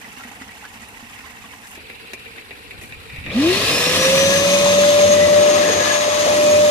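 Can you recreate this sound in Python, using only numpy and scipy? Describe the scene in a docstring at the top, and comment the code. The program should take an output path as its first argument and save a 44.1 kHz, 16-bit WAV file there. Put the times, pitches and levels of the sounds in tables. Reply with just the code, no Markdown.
"""Water trickles into a garden pond, each bubble ringing as a damped oscillator. From 1.7 s a hand
fumbles on the plastic lid of a pond vacuum, exciting its modes, and the water abruptly sounds narrower.
At 3.26 s the motor starts with a growl; shaft hum and fan whine glide up with its speed, and turbulent
air roars through tank and hose. Meanwhile a hand-held phone with two microphone ports turns from the
machine towards the pond, out of the treble beam of the vents, and the roar grows duller."""
import sys
import numpy as np
from scipy import signal
from scipy.fft import rfft, irfft
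from scipy.io import wavfile
from scipy.ndimage import map_coordinates

SR = 44100
rng = np.random.default_rng(int(sys.argv[2]) if len(sys.argv) > 2 else 0)


def dump_mix(stems):
    """Bounce the given channels to the path in sys.argv[1] as a 16-bit WAV at rate SR."""
    frames = np.atleast_2d(stems).T  # one column per channel
    limited = np.clip(frames, -1, 1)  # hard clip at full scale
    pcm = np.round(limited * 32767).astype(np.int16)
    wavfile.write(sys.argv[1], SR, pcm)


N = 295470
TIME = np.arange(N) / SR
FREQ = np.maximum(np.arange(N // 2 + 1) * SR / N, 1)

# water spectra before and after the change at 1.77 s, of the wash and of the burble: frequency_hz, gain_db
POND_SPECTRUM = [(45, -33), (96, -19), (135, -27), (210, -2.5), (260, -2.5), (365, -14), (445, -3.5),
                 (620, -16), (820, -9.5), (1600, -6), (1880, -3.5), (2150, -3.5), (2800, -7), (4300, -16),
                 (7000, -17), (14400, -25)]
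NARROW_SPECTRUM = [(45, -22), (100, -31), (160, -18), (225, -3.5), (370, -4), (465, 6), (620, -14.5),
                   (1500, -4.5), (1950, -6), (2230, -1.5), (2450, -4), (3050, -7.5), (4000, -7), (6000, -22),
                   (10000, -19.5), (14400, -25.5)]
WASH_SPECTRUM = [(500, 1.5), (900, 4.3), (15000, 14.3)]
BURBLE_SPECTRUM = [(20, 20), (500, -1), (750, 10)]
# larger bubbles: start_s, level_db, pitch_hz
LARGE_BUBBLES = [(0.043, -33, 2000), (0.172, -36, 250), (.198, -37.5, 810), (0.208, -32, 1350),
                 (0.235, -32, 1900), (.25, -33, 238), (.314, -36, 820), (0.413, -32, 260),
                 (0.418, -32.5, 1940), (.49, -33, 1890), (.516, -34, 2260), (.625, -34.5, 836),
                 (.641, -33, 1500), (.651, -30, 1650), (1.027, -35.5, 234), (1.205, -37, 1820),
                 (1.241, -35, 1050), (1.297, -37, 1900), (1.44, -35.5, 1120), (1.534, -36, 1000)]
# single drops: start_s, level_db, pitch_hz
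DROP_IMPACTS = [(.125, -44, 7200), (.316, -44, 7500), (.35, -45, 9000), (.819, -42, 7100),
                (.884, -41, 10000), (1.141, -43, 9000)]

# modes of the plastic lid: pitch_hz, t60_s, gain_db
LID_MODES = [(1940, 0.07, -1), (2320, 0.13, -4), (2400, 0.26, -4.5), (2660, 0.081, -3.5), (3690, 0.034, -6)]
# ticks on the lid, from fingers and, from 3.24 s, from the motor switching on: start_s, strength_db,
# crack_offset_db, thud_offset_db
LID_TICKS = [(1.671, -50, 9, -10), (1.75, -48, 9, -10), (1.777, -39, -26, 3), (1.899, -32, -18, -5),
             (2.134, -28.5, -4, -3.5), (2.258, -33, -24, -27), (2.38, -31.5, -19, -8),
             (2.508, -29.5, -22, -6), (2.709, -33, -14, -18), (2.814, -36.5, -6, 1), (2.836, -40, -2, -8),
             (2.923, -30, -22, -12), (3.097, -36, -18, -12), (3.161, -38, -5, -4), (3.24, -35, -16, -10),
             (3.263, -27, -22, -7), (3.302, -27, -26, -13)]
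# skin and sleeve friction: centre_s, half_width_s, level_db
SLEEVE_RUSTLES = [(1.7, 0.049, -47), (2.855, 0.06, -48.5)]
# rumble of the grip on the phone: time_s, level_db
GRIP_LEVELS = [(2.55, -53), (2.83, -44.5), (3.05, -46), (3.19, -39), (4.0, -41.5), (6.7, -50)]
# hand bumps and the jolt of the starting motor: start_s, level_db, pitch_hz, t60_s
CASING_BUMPS = [(2.789, -33, 90, 0.076), (2.974, -34, 86, .1), (3.013, -40, 100, .07),
                (3.135, -32, 135, 0.13), (3.185, -24.5, 75.4, 0.11), (3.256, -29, 147, 0.059)]

# bearing of the machine: time_s, right_port_lag_ms, hum_pan_db, rush_pan_db, rush_nearness_db
MACHINE_BEARING = [(3.3, 0.092, -3, 1, 6.5), (3.75, 0.061, 12.5, 1.5, -1), (4.05, 0.11, -3.5, 1, 0),
                   (4.35, 0.17, -1.5, 6, 0), (4.7, 0.23, 0.5, 3.5, 1), (5.3, 0.33, 3.5, 4, 4),
                   (5.8, 0.36, 2, 6, 6), (6.25, 0.32, 1.5, 3.5, 4), (6.55, 0.31, 0, 2.5, 1.5)]
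# spectra of the air noises and of the growling tank: frequency_hz, gain_db
RUMBLE_SPECTRUM = [(30, -25), (60, -36), (93, 5.5), (120, -8), (160, -4.5), (187, 2), (215, -.5), (310, .5),
                   (420, -1), (540, 3), (680, -3.5), (820, -9), (1300, -29)]
RUSH_SPECTRUM = [(620, 7.5), (880, 1.5), (1080, 2), (1280, 3.5), (1400, -4), (1560, -3), (1780, 0),
                 (2100, 4), (2300, 2.5), (2600, 0.5), (3400, 5.5), (4600, 5), (6600, -4), (7600, -21.5)]
HISS_SPECTRUM = [(5500, 6), (7200, 3.5), (8000, 2.5), (8800, 1.5), (10500, 2.5), (12000, -2), (14500, -9)]
GROWL_SPECTRUM = [(130, 9), (300, 0), (600, -22), (1200, -10), (1800, -20)]
# responses in front of the vents, beside them and at the shaded port: frequency_hz, gain_db
ON_AXIS = [(500, -24), (1100, 5), (1800, 2), (2800, 6), (5200, -3), (6200, -7), (12000, 15)]
OFF_AXIS = [(500, -5), (1100, 1.5), (1800, -1.5), (2800, -6), (5200, -10), (12000, 5)]
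PORT_SHADOW = [(3000, 9.5), (7500, 10), (10000, 1.5), (11500, -25), (14500, -1)]
# housing resonances against the rush: pitch_hz, width_hz, gain_db, aside_change_db
HOUSING_MODES = [(1065, 320, -13, -4), (1688, 190, -12, -5.5), (1918, 210, -12, -3), (2460, 62, -8.5, -6.5),
                 (2680, 270, -10, -3.5), (3005, 170, -18.5, 4), (3420, 100, -19.5, 4),
                 (3720, 340, -6, -4.5), (4130, 150, -8, -8), (4620, 240, -22, 0), (5300, 230, -6, -14)]
# singing of hose, tank and housing: centre_s, half_width_s, pitch_hz, width_hz, level_db
AIR_WHISTLES = [(3.626, 0.16, 2650, 252, -31), (3.733, 0.023, 2470, 30, -26), (3.9, .3, 1700, 45, -33),
                (4.333, .15, 1703, 40, -29.5), (4.55, 0.3, 2470, 50, -32), (4.78, 0.3, 3700, 320, -31),
                (5.22, .11, 1950, 80, -28.5), (5.553, 0.41, 378, 90, -32), (5.68, 0.08, 1740, 170, -28),
                (5.82, .026, 1685, 40, -23.5), (5.872, .014, 1715, 25, -22), (5.912, .02, 1705, 30, -22.5),
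                (5.97, .04, 1700, 25, -28), (6.42, .2, 335, 140, -32), (6.48, .025, 2470, 25, -28),
                (6.56, .03, 2465, 25, -28.5)]
# gulps in the air stream: centre_s, half_width_s, pitch_hz, level_db, hum_flutter_rad
AIR_GULPS = [(4.312, 0.011, 520, -36, 0.1), (4.668, 0.009, 1020, -16.5, 0), (4.838, 0.007, 1600, -21, 0),
             (5.704, 0.024, 500, -24.5, .9), (6.087, 0.013, 490, -18.5, .9), (6.272, 0.014, 610, -20, .9),
             (6.32, 0.05, 830, -27, 0)]
# shaft hum at the phone, referred to full speed: time_s, level_db
HUM_LEVELS = [(3.6, -32.5), (3.85, -26.5), (4.0, -22), (4.14, -14.5), (4.33, -17.5), (4.65, -14.5),
              (4.85, -12.5), (5.42, -11.5), (5.82, -20), (6.2, -18), (6.55, -11.5)]
# fan casing resonances: pitch_hz, width_hz, gain_db
FAN_CASING_MODES = [(4220, 170, 1), (4730, 120, -4), (5200, 180, -5), (5860, 170, -8), (6110, 190, -9),
                    (6450, 290, -4.5)]
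# surges of the whine: centre_s, half_width_s, blade_gain_db, casing_gain_db
WHINE_SURGES = [(3.54, .05, 4, 5), (3.63, .02, 5, 0), (3.755, .045, 11, 4), (3.9, .05, 4, 1),
                (4.035, .04, 8.5, 2), (4.23, .07, 11.5, 7), (4.36, .07, 8, 6), (4.52, .08, 5, 4),
                (4.72, .15, 1, 5), (5.03, .025, 7, 7), (5.118, .03, 13, 9), (5.514, .03, 8, 8),
                (5.75, .09, 10, 7), (5.94, .07, 11, 5), (6.19, .06, 3, 5)]

CHANGE_S = 1.77  # from here on the water abruptly sounds narrower
MOTOR_START_S, FULL_SPEED_HZ, BLADES = 3.257, 596, 11


def undb(db):
    """Amplitude ratio of a level in decibels."""
    return 10 ** (np.asarray(db) / 20)


def unit(x):
    """Normalisation to rms 1."""
    return x / np.sqrt(np.mean(x ** 2))


def curves(table):
    """Linear interpolation of each column over time."""
    times, *columns = np.transpose(table)
    return [np.interp(TIME, times, column) for column in columns]


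def swell(centre_s, half_width_s):
    """Gaussian envelope, down to 1/e one half-width from its centre."""
    return np.exp(-((TIME - centre_s) / half_width_s) ** 2)


def fade(start_s, t60_s):
    """Exponential decay of a damped oscillator after a 1 ms attack."""
    age = np.maximum(TIME - start_s, 0)
    return np.minimum(age / .001, 1) * np.exp(-np.minimum(np.log(1000) * age / t60_s, 20))


def noise():
    """Gaussian white noise."""
    return rng.standard_normal(N)


def walk(rate_hz):
    """Slow random fluctuation: low-passed noise of rms 1."""
    return unit(irfft(rfft(noise()) / (1 + (FREQ / rate_hz) ** 4), N))


def band(hz, width_hz):
    """Response of a resonance to random forcing, rms 1."""
    return unit(irfft(rfft(noise()) / (1 + ((FREQ - hz ** 2 / FREQ) / width_hz) ** 2), N))


def diffuse_band(hz, width_hz):
    """A resonance in a diffuse field, uncorrelated at the two ports."""
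    return np.array([band(hz, width_hz), band(hz, width_hz)])


def colour(x, spectrum):
    """Spectral shaping, with steep roll-off beyond both ends of the table."""
    hz, db = np.transpose(spectrum)
    gain = undb(np.interp(np.log(FREQ), np.log(hz), db))
    gain = gain * np.minimum(FREQ / hz[0], 1) ** 2 * np.minimum(hz[-1] / FREQ, 1) ** 4
    return irfft(rfft(x) * gain, N)


def delayed(x, ms):
    """Propagation delay, which may vary in time."""
    return map_coordinates(x, [(TIME - ms / 1000) * SR], order=3, mode="nearest")


def pan(x, db):
    """Level difference, left minus right, at constant power."""
    gains = np.array([undb(db + 0 * TIME), np.ones(N)])
    return x * gains / np.sqrt(np.mean(gains ** 2, axis=0))


def ports(x, lag_ms):
    """Path difference: the wave reaches the right port later."""
    return np.array([x, delayed(x, lag_ms)])


def field(source, lag_ms, scattered):
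    """Superposition of direct sound and an uncorrelated, scattered share of the power."""
    direct = ports(source(), lag_ms)
    return np.sqrt(1 - scattered) * direct + np.sqrt(scattered) * np.array([source(), source()])


def breeze():
    """Moving air gives faint, slow pressure fluctuations."""
    return diffuse_band(28, 35) * undb(-77 + 2 * walk(3))


def bubble_cloud(low_hz, high_hz, count, cycles, spread_db):
    """Bubble resonance: small bubbles ring at random times, each rising in pitch as it decays."""
    out = np.zeros(N + SR)
    for when, pitch, chance in rng.random((count, 3)):
        hz = low_hz * (high_hz / low_hz) ** pitch
        age = np.arange(int(4 * cycles * SR / hz)) * hz / SR / cycles  # in units of `cycles` periods
        size = undb(spread_db * min(-np.log(1 - chance), 3.5)) * hz / SR
        ring = np.exp(-1.3 * age) * np.sin(2 * np.pi * cycles * age * (1 + 0.021 * age))
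        start = int(when * N)
        out[start:start + len(age)] += size * ring
    return unit(out[:N])


def trickle(narrowed, correlation=0.23):
    """Thousands of bubbles under the spout add incoherently, only partly alike at the two ports."""
    lag_ms = np.where(TIME < CHANGE_S, 0.22, 0.39)  # the left port is the later one
    fizz = np.array([bubble_cloud(2510, 12000, count=3500, cycles=16, spread_db=2) for _ in range(2)])
    bubbles = np.array([bubble_cloud(700, 3000, count=2300, cycles=14, spread_db=2.6) for _ in range(2)])
    wash = colour(np.array([noise(), noise()]), WASH_SPECTRUM)
    burble = colour(noise(), BURBLE_SPECTRUM) * undb(2 + 2 * walk(25))
    clusters = sum(diffuse_band(hz, 150) * undb(3 * walk(30)) for hz in (850, 1030, 1900, 2620))
    patter = undb(-2.5) * fizz + undb(-7.5) * (bubbles + wash) + undb(-17.5) * clusters
    left, right = patter * undb(1.2 * walk(35))
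    left = correlation * delayed(right, lag_ms) + np.sqrt(1 - correlation ** 2) * left
    flow = np.array([left, right]) + ports(burble, lag_ms)[::-1]
    at_edge = unit(colour(flow, POND_SPECTRUM)) * undb(-39 - 0.67 * TIME)
    narrow = unit(colour(flow, NARROW_SPECTRUM)) * undb(-41)
    return (1 - narrowed) * at_edge + narrowed * narrow


def gurgle(hz=2540):
    """Bubbles of similar size resonate in a narrow band, which swells once."""
    ringing = [bubble_cloud(.9 * hz, 1.1 * hz, count=1800, cycles=20, spread_db=3) for _ in range(2)]
    return np.array(ringing) * undb(-54 + 10 * swell(2.03, .33))


def splashes():
    """Damping grows with frequency: smaller bubbles die sooner, and they throw more spray."""
    spray = np.array([band(1200, 2600), band(1500, 1700)])
    out = 0
    for start_s, db, hz in LARGE_BUBBLES:
        t60_s = .075 * np.sqrt(1000 / hz)
        spray_db = -6 + 2 * np.log2(hz / 1000)
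        age = np.clip(TIME - start_s, 0, 1)
        bubble = np.sin(2 * np.pi * hz * age * (1 + 0.048 * age / t60_s))
        out = out + undb(db) * fade(start_s, t60_s) * (bubble + undb(spray_db) * spray)
    return out


def drips():
    """Brief impacts of drops on stone and water radiate broadband ticks."""
    return sum(undb(db) * fade(s, t60_s=.06) * diffuse_band(hz, 5000) for s, db, hz in DROP_IMPACTS)


def water():
    """Superposition of the water sounds, which abruptly change colour and grow narrower at 1.77 s."""
    narrowed = np.clip((TIME - CHANGE_S) / 0.0048, 0, 1)
    sound = trickle(narrowed) + narrowed * gurgle() + splashes() + drips()
    return pan(sound, -2.4 + 2 * narrowed)


def ticks(modes):
    """Impulse response of the lid: each tick excites its modes, a bright crack and a dull thud."""
    start_s, db, crack_db, thud_db = np.transpose(LID_TICKS)
    def decays(levels_db, t60_s):
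        """A one-pole filter turns each impulse into an exponential decay."""
        blows = np.zeros(N)
        blows[(start_s * SR).astype(int)] = undb(levels_db)
        return signal.lfilter([1], [1, -np.exp(-np.log(1000) / (t60_s * SR))], blows + 1e-18)
    ringing = sum(ring * decays(db - 2.5, t60_s) for ring, t60_s in modes)
    crack = np.array([band(3700, 9000), band(4200, 12000)]) * decays(db + crack_db, 0.062)
    thud = band(355, 470) * decays(db + thud_db - 4.5, 0.12)
    return ringing + crack + thud


def grip():
    """Structure-borne sound: the grip rumbles through the body of the phone."""
    shaking = field(lambda: band(76, 98), lag_ms=0, scattered=0.5)
    return shaking * undb(curves(GRIP_LEVELS)[0] + 0.56 * walk(21))


def rub(modes):
    """Friction of the sliding palm sustains the lid modes, favouring the least damped."""
    ringing = sum(ring * np.sqrt(t60_s) for ring, t60_s in modes)
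    return ringing * undb(-33 + 2 * walk(30)) * swell(3.17, 0.083)


def rustle():
    """Friction of skin and sleeve gives short bursts of treble noise."""
    envelope = sum(undb(db) * swell(s, span) for s, span, db in SLEEVE_RUSTLES)
    return envelope * undb(2.5 * walk(70)) * np.array([band(7800, 7000), band(10000, 7000)])


def bumps():
    """Free vibration: each bump rocks the casing for a few low cycles."""
    return sum(undb(db) * fade(s, t60_s) * np.sin(2 * np.pi * hz * (TIME - s))
               for s, db, hz, t60_s in CASING_BUMPS)


def hand():
    """Contact sounds of the hand, and clicks of the lid as the motor starts; impact and friction excite the
    same lid modes."""
    modes = [(np.array([band(hz, 240), band(hz, 300)]) * undb(db), t60) for hz, t60, db in LID_MODES]
    return ticks(modes) + grip() + rub(modes) + rustle() + bumps()


def speed(pull_share=.418, pull_s=.105, creep_s=.491):
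    """Exponential approach to full speed, 1: a quick pull, then a slow creep against the air load."""
    age = np.maximum(TIME - MOTOR_START_S, 0)
    return 1 - pull_share * np.exp(-age / pull_s) - (1 - pull_share) * np.exp(-age / creep_s)


def turned(aside_lag_ms=0.33):
    """Bearing from the port lag: 0 in front of the vents, 1 beside the machine."""
    return np.clip(curves(MACHINE_BEARING)[0] / aside_lag_ms, 0, 1)


def driven(db, power, aside_db):
    """Gain as a power law of shaft speed, changed by aside_db beside the machine."""
    return undb(db + aside_db * turned()) * np.maximum(speed(), 1e-9) ** power


def growl(pulse_hz=100):
    """Forced vibration: the starting current shakes tank and lid twice per mains cycle, then eases."""
    pulses = unit(1 + np.cos(2 * np.pi * pulse_hz * (TIME - MOTOR_START_S)) / 2)
    tank = unit(colour(noise(), GROWL_SPECTRUM)) * undb(-32.5)
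    lid = unit(sum(diffuse_band(hz, 200) * undb(db) for hz, _, db in LID_MODES)) * undb(-37)
    return (tank + lid) * pulses * fade(MOTOR_START_S, t60_s=.9)


def rumble(lag_ms):
    """Turbulence drives the low resonances of tank and hose; the level dips once, briefly."""
    flow = unit(colour(field(noise, lag_ms, scattered=0.056), RUMBLE_SPECTRUM))
    change_db = -8 * swell(6.09, 0.17) + 0.76 * walk(37)
    return pan(flow * driven(-23 + change_db, power=0.9, aside_db=-3.5), 1.9)


def jet():
    """Comb filtering: the seat back echoes the jet over a path that grows as the phone draws away."""
    direct = noise()
    return direct + .35 * delayed(direct, ms=3.4 + .9 * (TIME - MOTOR_START_S))


def rush(lag_ms, aside):
    """Directivity: air rushes through the resonant housing, and the vents beam its treble forward."""
    flow = unit(colour(field(jet, lag_ms, scattered=0.73), RUSH_SPECTRUM))
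    for hz, width, db, aside_db in HOUSING_MODES:
        flicker_db = 1.5 * walk(14) + 1.5 * walk(70)
        resonance = field(lambda: band(hz, width), lag_ms, scattered=0.36)
        flow = flow + resonance * undb(db + aside_db * aside + flicker_db)
    heard = (1 - aside) * colour(flow, ON_AXIS) + aside * colour(flow, OFF_AXIS)
    return heard * driven(-16.5, power=2.3, aside_db=-6)


def waver(hz, width_hz):
    """Random frequency modulation of a tone, rms 1."""
    return np.sqrt(2) * np.sin(2 * np.pi * np.cumsum(hz + width_hz / 2 * walk(width_hz)) / SR)


def whistles():
    """Resonances of hose, tank and housing radiate all round and reach both ports nearly together."""
    tones = sum(waver(hz, width) * undb(db) * swell(s, span) for s, span, hz, width, db in AIR_WHISTLES)
    return ports(tones * undb(2 * walk(30)), lag_ms=0.13)


def gulps(lag_ms):
    """Transients in the air stream knock as short bursts of band noise."""
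    return ports(sum(band(hz, 280) * undb(db) * swell(s, span) for s, span, hz, db, _ in AIR_GULPS), lag_ms)


def hiss(lag_ms, aside, eddies):
    """Acoustic shadow: the vents hiss and sizzle, and turning shades the left port from the top treble."""
    flow = unit(colour(field(noise, lag_ms, scattered=0.91), HISS_SPECTRUM))
    flow = flow * driven(-18, power=2.34, aside_db=-19)
    sizzle = np.array([band(13500, 3500), band(12500, 3500)]) * driven(-33, power=2.1, aside_db=-21)
    left, right = (flow + sizzle) * eddies
    return np.array([(1 - aside) * left + aside * colour(left, PORT_SHADOW), right * undb(7.15 * aside)])


def air():
    """Flow noise of the machine; the same eddies modulate rush and hiss."""
    lag_ms, _, rush_pan_db, nearness_db = curves(MACHINE_BEARING)
    aside = turned()
    eddies = undb(0.6 * walk(15.4) + 0.71 * walk(160))
    low = rumble(lag_ms)
    middle = rush(lag_ms, aside) * undb(nearness_db) * eddies + whistles() + gulps(lag_ms)
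    return low + pan(middle, rush_pan_db) + hiss(lag_ms, aside, eddies)


def commutator(angle, segments=22):
    """Periodic contact: the commutator buzzes briefly during the first turns."""
    buzz = np.sin(segments * angle + 1.1 * walk(250))
    return buzz * undb(-34 + 1.8 * walk(70)) * swell(3.32, .03)


def stall(angle, lag_ms, speed_share=.324):
    """Rotating stall: a cell circles the fan slower than the shaft and drones below the hum."""
    drone = np.sqrt(2) * np.sin(speed_share * angle + 1.3 * walk(14)) * undb(2 * walk(12))
    return pan(ports(drone, lag_ms), 3.4) * undb(-30.5) * swell(4.52, 0.97)


def whine(angle, shaft_hz, reach_hz=400):
    """The blade-passing tone, roughened by turbulence, excites each casing resonance that it nears."""
    blade_phase = BLADES * angle + .6 * walk(40) + .45 * walk(250)
    # each port receives the tone by its own shifting paths
    tone = np.array([np.sin(blade_phase + .6 * walk(5)) for _ in range(2)]) * undb(3 * walk(35))
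    tone_db = sum(db * swell(s, span) for s, span, db, _ in WHINE_SURGES)
    casing_db = sum(db * swell(s, span) for s, span, _, db in WHINE_SURGES) + 1.5 * walk(35)
    casing = sum(diffuse_band(hz, width) * undb(db) * np.exp(-((BLADES * shaft_hz - hz) / reach_hz) ** 2)
                 for hz, width, db in FAN_CASING_MODES)
    return (casing * driven(-23.5 + casing_db, power=2.4, aside_db=-5.5)
            + tone * driven(-30 + tone_db, power=1.5, aside_db=-5))


def hum(angle, shaft_hz, mount_hz=297, tank_hz=640):
    """Unbalance forces the housing once a turn, most strongly near resonance; some gulps shake the phase."""
    flutter_rad = 0.047 + sum(rad * swell(s, span) for s, span, _, _, rad in AIR_GULPS)
    phase = angle + flutter_rad * walk(41)
    mount_gain = undb(-15) / np.hypot(1, ((shaft_hz - mount_hz) / 80) ** 7)
    # the second harmonic swells as it sweeps through a resonance of the tank
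    second_gain = undb(-37) + undb(-16.5) / (1 + ((2 * shaft_hz - tank_hz) / 50) ** 2)
    tone = np.sqrt(2) * (np.sin(phase) + second_gain * np.sin(2 * phase))
    running_gain = undb(curves(HUM_LEVELS)[0]) * speed()
    return tone * np.hypot(mount_gain, running_gain) * undb(walk(22))


def rotor():
    """Rotational orders: hum, buzz, whine and drone all follow one shaft angle and glide up together."""
    shaft_hz = FULL_SPEED_HZ * speed()
    angle = 2 * np.pi * np.cumsum(shaft_hz * (1 + 0.00078 * walk(14.2))) / SR
    lag_ms, hum_pan_db, _, _ = curves(MACHINE_BEARING)
    running = np.clip((TIME - MOTOR_START_S) / 0.018, 0, 1)
    shaft = pan(ports(hum(angle, shaft_hz), 1.27 * lag_ms), hum_pan_db)
    return running * (shaft + commutator(angle) + whine(angle, shaft_hz) + stall(angle, lag_ms))


def scene():
    """Linear superposition of garden, hand and machine at the two ports."""
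    return water() + breeze() + hand() + growl() + rotor() + air()


def record(dry, cutoff_hz=14600):
    """Band limiting: the phone's steep low-pass filter cuts the top of the treble."""
    return signal.sosfilt(signal.ellip(10, .2, 80, cutoff_hz, fs=SR, output="sos"), dry)


dry = scene()
out = record(dry)
dump_mix(out)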